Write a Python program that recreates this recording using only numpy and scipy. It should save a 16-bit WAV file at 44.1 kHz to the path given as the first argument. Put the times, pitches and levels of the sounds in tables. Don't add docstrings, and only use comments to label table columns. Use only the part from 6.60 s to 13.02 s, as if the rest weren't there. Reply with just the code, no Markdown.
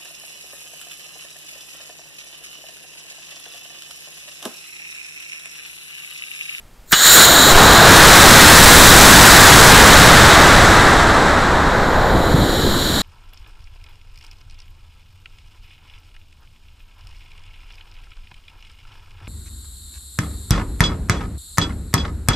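import sys
import numpy as np
from scipy import signal
from scipy.fft import rfft, irfft
from scipy.io import wavfile
from scipy.ndimage import uniform_filter1d

SR = 44100
rng = np.random.default_rng(int(sys.argv[2]) if len(sys.argv) > 2 else 0)


def master_out(mix):
    frames = np.transpose(np.atleast_2d(mix))
    ceiling = np.clip(frames, -1, 1)
    pcm = np.round(ceiling * 32767).astype(np.int16)
    wavfile.write(sys.argv[1], SR, pcm)


N = 283033
TIME = np.arange(N) / SR
FRAME_S = np.arange(N // 256 + 5) * 256 / SR
BIN_HZ = np.fft.rfftfreq(1024, 1 / SR)

IGNITION_S = 0.326
CATCH_S = 0.0069

JET_DB, SWEPT_DB = -14, -98
PLATE_DB, PLATE_FADE_FROM_S, PLATE_GONE_S = 1, 0.656, 0.657
GROUND_DB, GROUND_FADE_FROM_S, GROUND_GONE_S = -8, 1.44, 3.83
PAD_TILT_DB, FLIGHT_TILT_DB, LEAK_TILT_DB = 1.5, -0.29, 6.5

# centre_hz, width_hz, pad_db (over the plate), flight_db
CASE_RESONANCES = [(600, 900, -12, -12), (1550, 620, -1, -4), (3250, 500, -9, -6), (3950, 500, 1, 2),
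                   (4600, 500, -18, -12), (5600, 500, -14, -13), (7080, 750, -3, -7), (8200, 850, -11, -13),
                   (11400, 2100, -19, -14), (13950, 850, -12, -16), (14900, 900, -22, -25)]
# time_s, share of free flight (0-1)
FREE_FLIGHT = [(.6, 0), (1.6, 1)]
# centre_s, level_db, length_s, brightness (dB per octave)
FLAME_FLARES = [(.467, -3, 0.014, 1), (0.548, 2.5, 0.0252, 7), (0.596, 7, 0.0297, -2)]


def jet(sputter_db=0.04):
    direct = gain_of(JET_DB + SWEPT_DB * speed(TIME))
    plate = gain_of(PLATE_DB) * (1 - ramp(TIME, PLATE_FADE_FROM_S, PLATE_GONE_S))
    ground = gain_of(GROUND_DB) * (1 - ramp(TIME, GROUND_FADE_FROM_S, GROUND_GONE_S))
    path_gain = np.sqrt(direct ** 2 + plate ** 2 + ground ** 2)

    aloft = follow(FREE_FLIGHT, FRAME_S)[:, None]
    power = 0
    for centre_hz, width_hz, pad_db, flight_db in CASE_RESONANCES:
        peak = gain_of(pad_db + aloft * (flight_db - pad_db))
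        power = power + peak ** 2 / (1 + (1.497 * (BIN_HZ - centre_hz) / width_hz) ** 2) ** 2
    case = np.sqrt(power) * hollows()

    leaking = 1 - ramp(FRAME_S, IGNITION_S - CATCH_S, IGNITION_S)[:, None]
    tilt_db = PAD_TILT_DB + aloft * (FLIGHT_TILT_DB - PAD_TILT_DB) + leaking * LEAK_TILT_DB
    octaves = np.log2(np.maximum(BIN_HZ, 500) / 4000)
    hiss = noise(case * gain_of(tilt_db * octaves)) * thrust() * path_gain

    flares = 0
    for centre_s, level_db, length_s, bright_db in FLAME_FLARES:
        flare = noise(case * gain_of(bright_db * octaves))
        flares = flares + flare * swell(centre_s, level_db, length_s)
    return (hiss + flares) * gain_of(sputter_db * waver(20.0, 120))


# start_s, level_db
IGNITER_SPITS = [(0.3126, -23), (0.3124, -22.5), (.317, -19.5), (0.32, -1.5), (0.322, -11)]
# frequency_hz, level_db
SIZZLE_SPECTRUM = [(100, -8.5), (900, -24.5), (1550, 5), (2600, -25.5), (3700, -20), (5000, -22), (7000, 2),
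                   (10000, -20), (12500, 3), (14200, 4), (15500, -5)]


def igniter(spit_t60=0.011):
    envelope = sum(dying(start_s, level_db, spit_t60) for start_s, level_db in IGNITER_SPITS)
    return noise(colour(SIZZLE_SPECTRUM)) * envelope


# frequency_hz, level_db
POP_SPECTRUM = [(40, 1.5), (150, 6), (300, -22.5), (1500, 9.5), (2400, -4), (3400, 2), (7000, -8.5),
                (15000, -32.5)]


def ignition_pop(pop_db=5, pop_t60=0.063):
    return noise(colour(POP_SPECTRUM)) * dying(IGNITION_S, pop_db, pop_t60)


# pitch_hz, level_db, t60_s
PLATE_MODES = [(2900, -4, 0.09), (3030, -13.5, 0.157), (3443, -0.5, 0.0652), (4030, -19.5, 0.1113),
               (7640, -23.5, 0.13)]


def plate_ring():
    ring = 0
    for pitch_hz, level_db, t60_s in PLATE_MODES:
        tone = np.sin(2 * np.pi * pitch_hz * (TIME - IGNITION_S))
        ring = ring + dying(IGNITION_S, level_db, t60_s) * tone
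    return ring


PLUME_PEAK_S, PLUME_DB, PLUME_PAD_DB = 0.98, -1.5, -10
PLUME_RISE_DB_PER_S, PLUME_FADE_DB_PER_S, PLUME_CORNER_HZ = 59, 6, 1117


def plume(steepness=2.48, rumble_db=-16):
    rising_db = np.maximum(PLUME_DB - PLUME_RISE_DB_PER_S * (PLUME_PEAK_S - TIME), PLUME_PAD_DB)
    fading_db = PLUME_DB - PLUME_FADE_DB_PER_S * (TIME - PLUME_PEAK_S)
    level_db = np.minimum(rising_db, fading_db)
    roar = noise(port() * hollows() * eddies(PLUME_CORNER_HZ, steepness))
    rumble = gain_of(rumble_db) * noise(large_eddies())
    return (roar + rumble) * gain_of(level_db) * thrust() ** 3


LEAK_DB, LEAK_DB_PER_S = -27.5, 560
SMOULDER_DB, BUILD_FROM_S, FULL_THRUST_S = -15.5, 0.3505, 0.555


def thrust():
    leak = gain_of(LEAK_DB - LEAK_DB_PER_S * np.maximum(IGNITION_S - TIME, 0))
    burn = gain_of(SMOULDER_DB * (1 - ramp(TIME, BUILD_FROM_S, FULL_THRUST_S)))
    return np.maximum(leak, burn * ramp(TIME, IGNITION_S - CATCH_S, IGNITION_S))


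# centre_hz, width_hz, depth_db
CASE_NOTCHES = [(2620, 300, -4), (6120, 220, -8), (7760, 180, -5), (9650, 400, -9), (12950, 400, -11)]


def hollows():
    return gain_of(bell_db(CASE_NOTCHES))


ROAR_DB, ROAR_POWER, REFERENCE_CORNER_HZ = 9.5, 2.135, 4845
BUFFET_DB, BUFFET_POWER = 3.5, 2.19
SHAKE_DB = -25
SHEDDING_HZ, SHEDDING_DB, SHEDDING_OCTAVES = 227.7, 4.5, 0.52

# centre_hz, width_hz, level_db
PORT_OVERTONES = [(7705, 475, 5.5), (9700, 730, 3), (14200, 1230, 0)]


def airflow(steepness=2.68, lumps_db=0.5, patchy_db=-0.16):
    fast, frame_fast = speed(TIME), speed(FRAME_S)[:, None]
    small_eddies = eddies(REFERENCE_CORNER_HZ * frame_fast, steepness)
    detail_db = bell_db(PORT_OVERTONES) + patchy_db * patches()
    roar = noise(port() * small_eddies * gain_of(detail_db))

    octaves_off = np.log2((BIN_HZ + 1) / (SHEDDING_HZ * frame_fast))
    shedding_db = SHEDDING_DB * np.exp(-(octaves_off / SHEDDING_OCTAVES) ** 2 / 2)
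    buffet = noise(large_eddies() * gain_of(shedding_db))

    roar_gain = gain_of(ROAR_DB) * fast ** ROAR_POWER
    buffet_gain = np.hypot(gain_of(BUFFET_DB) * fast ** BUFFET_POWER, gain_of(SHAKE_DB))
    air = roar_gain * roar + buffet_gain * buffet
    return air * thrust() ** 2 * gain_of(lumps_db * waver(7.7, 90))


LEAN_FROM_S, LEAN_FULL_S, LEAN_DB = 4.456, 6.138, -15
LEAN_SPEED, LEAN_POWER, LEAN_CORNER_RATIO, LEAN_BUFFET_DB = 0.1683, 1, 0.656, -2


def crosswind(steepness=1.566, lumps_db=0.88, hump_db=7, hump_octaves=0.65):
    corner_hz = LEAN_CORNER_RATIO * REFERENCE_CORNER_HZ * speed(FRAME_S)[:, None]
    octaves_off = np.log2((BIN_HZ + 1) / corner_hz)
    hump = gain_of(hump_db * np.exp(-(octaves_off / hump_octaves) ** 2 / 2))
    roar = noise(port() * hollows() * eddies(corner_hz, steepness) * hump)
    air = roar + gain_of(LEAN_BUFFET_DB) * noise(large_eddies())
    lean = ramp(TIME, LEAN_FROM_S, LEAN_FULL_S)
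    strength = lean * (speed(TIME) / LEAN_SPEED) ** LEAN_POWER
    return air * strength * gain_of(LEAN_DB + lumps_db * waver(7.8, 87))


# time_s, share of reference airspeed (0-1)
AIRSPEED = [(.6, 0), (.9, 0), (1.12, 0.15), (1.3, 0.62), (1.8, 0.8), (2.15, 0.97), (2.7, 0.81), (3.1, 0.67),
            (3.8, 0.47), (4.45, 0.32), (4.9, 0.26), (5.45, 0.19), (5.85, 0.11), (6.42, .06)]


def speed(s):
    return np.maximum(follow(AIRSPEED, s), 0.001)


# frequency_hz, level_db
PORT_SPECTRUM = [(20, -2.5), (150, -6), (500, -3), (1100, -0.5), (1600, 1.5), (1980, -2.5), (2300, -8),
                 (2850, -11), (3850, -2), (4700, -7.5), (6600, -5.5), (7700, -5), (8700, -8), (14500, -9.5)]


def port():
    return colour(PORT_SPECTRUM)


# frequency_hz, level_db
BUFFET_SPECTRUM = [(15, 1), (40, -3), (90, -5), (180, -9), (300, -10.5), (600, -21.5), (2000, -73.5),
                   (8000, -90)]


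def large_eddies():
    return colour(BUFFET_SPECTRUM)


def eddies(corner_hz, steepness, smallest_eddy=9.4):
    ratio = BIN_HZ / corner_hz
    return np.exp(-(ratio / smallest_eddy) ** 2) / np.sqrt(1 + ratio ** steepness)


# centre_s, level_db, length_s
GUST_HITS = [(1.007, -9.5, 0.04), (5.556, -19.5, 0.041), (5.749, -9, 0.008111), (5.82, -12, 0.0214),
             (6.073, -18, 0.0147)]


def gusts(corner_hz=300):
    envelope = sum(swell(*row) for row in GUST_HITS)
    return envelope * noise(1 / (1 + (BIN_HZ / corner_hz) ** 4))


def surge(centre_s=0.959, width_s=0.015, push_db=1.5):
    u = (TIME - centre_s) / width_s
    swing = np.tanh(8 * u) * np.exp(-u ** 2 / 4)
    return gain_of(push_db) * swing * (1 - 0.25 * np.tanh(u))


# frequency_hz, level_db
FLOOR_SPECTRUM = [(10, 3), (30, -3.5), (100, -14.5), (300, -21.5), (1000, -26), (3000, -32.5), (6000, -37),
                  (7300, -36), (10000, -39), (14000, -39.5), (16000, -46)]


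def background(floor_db=-46):
    return gain_of(floor_db) * noise(colour(FLOOR_SPECTRUM))


def gain_of(db):
    return 10 ** (np.asarray(db) / 20)


def evened(x):
    return x / np.sqrt(np.mean(x ** 2) + 1e-20)


def follow(rows, s):
    at, value = np.transpose(rows)
    return np.interp(s, at, value)


def colour(points):
    hz, db = np.transpose(points)
    return gain_of(np.interp(np.log(BIN_HZ + 1), np.log(hz), db))


def bell_db(rows):
    return sum(db / (1 + (2 * (BIN_HZ - hz) / width) ** 2) for hz, width, db in rows)


def noise(shape):
    real, imaginary = rng.standard_normal((2, len(FRAME_S), len(BIN_HZ)))
    shape = shape / np.linalg.norm(shape, axis=-1, keepdims=True)
    spectrum = ((real + 1j * imaginary) * shape).T
    return evened(signal.istft(spectrum, nperseg=1024, noverlap=768)[1][:N])


def waver(slow_hz, fast_hz):
    hz = np.fft.rfftfreq(N, 1 / SR) + 1e-6
    band = (hz > slow_hz) / np.sqrt(hz * (1 + (hz / fast_hz) ** 4))
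    return evened(irfft(rfft(rng.standard_normal(N)) * band, N))


def patches(frames=14, bins=10):
    field = rng.standard_normal((len(FRAME_S), len(BIN_HZ)))
    smooth_in_time = uniform_filter1d(field, frames, 0)
    return evened(uniform_filter1d(smooth_in_time, bins, 1))


def dying(start_s, db, t60):
    return gain_of(db - 60 * np.maximum(TIME - start_s, 0) / t60) * (TIME >= start_s)


def swell(s, db, length):
    return gain_of(db) * np.exp(-((TIME - s) / length) ** 2 / 2)


def ramp(s, from_s, to_s):
    return (1 - np.cos(np.pi * np.clip((s - from_s) / (to_s - from_s), 0, 1))) / 2


def scene():
    motor = jet() + igniter() + ignition_pop() + plate_ring() + plume()
    wind = airflow() + crosswind() + gusts() + surge()
    pressure = motor + wind + background()
    return np.array([pressure, pressure])


def record(dry, ceiling=0.6314, knee=10, leak_hz=3.0, edge_hz=15750):
    fine = signal.resample_poly(dry, 2, 1, axis=1)
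    limited = fine / (1 + np.abs(fine / ceiling) ** knee) ** (1 / knee)
    clipped = signal.resample_poly(limited, 1, 2, axis=1)
    coupled = signal.lfilter(*signal.butter(1, leak_hz, "high", fs=SR), clipped)
    lowpass = signal.firwin(511, edge_hz, window=("kaiser", 9), fs=SR)
    return signal.oaconvolve(coupled, lowpass[None], "same")


dry = scene()
out = record(dry)
master_out(out)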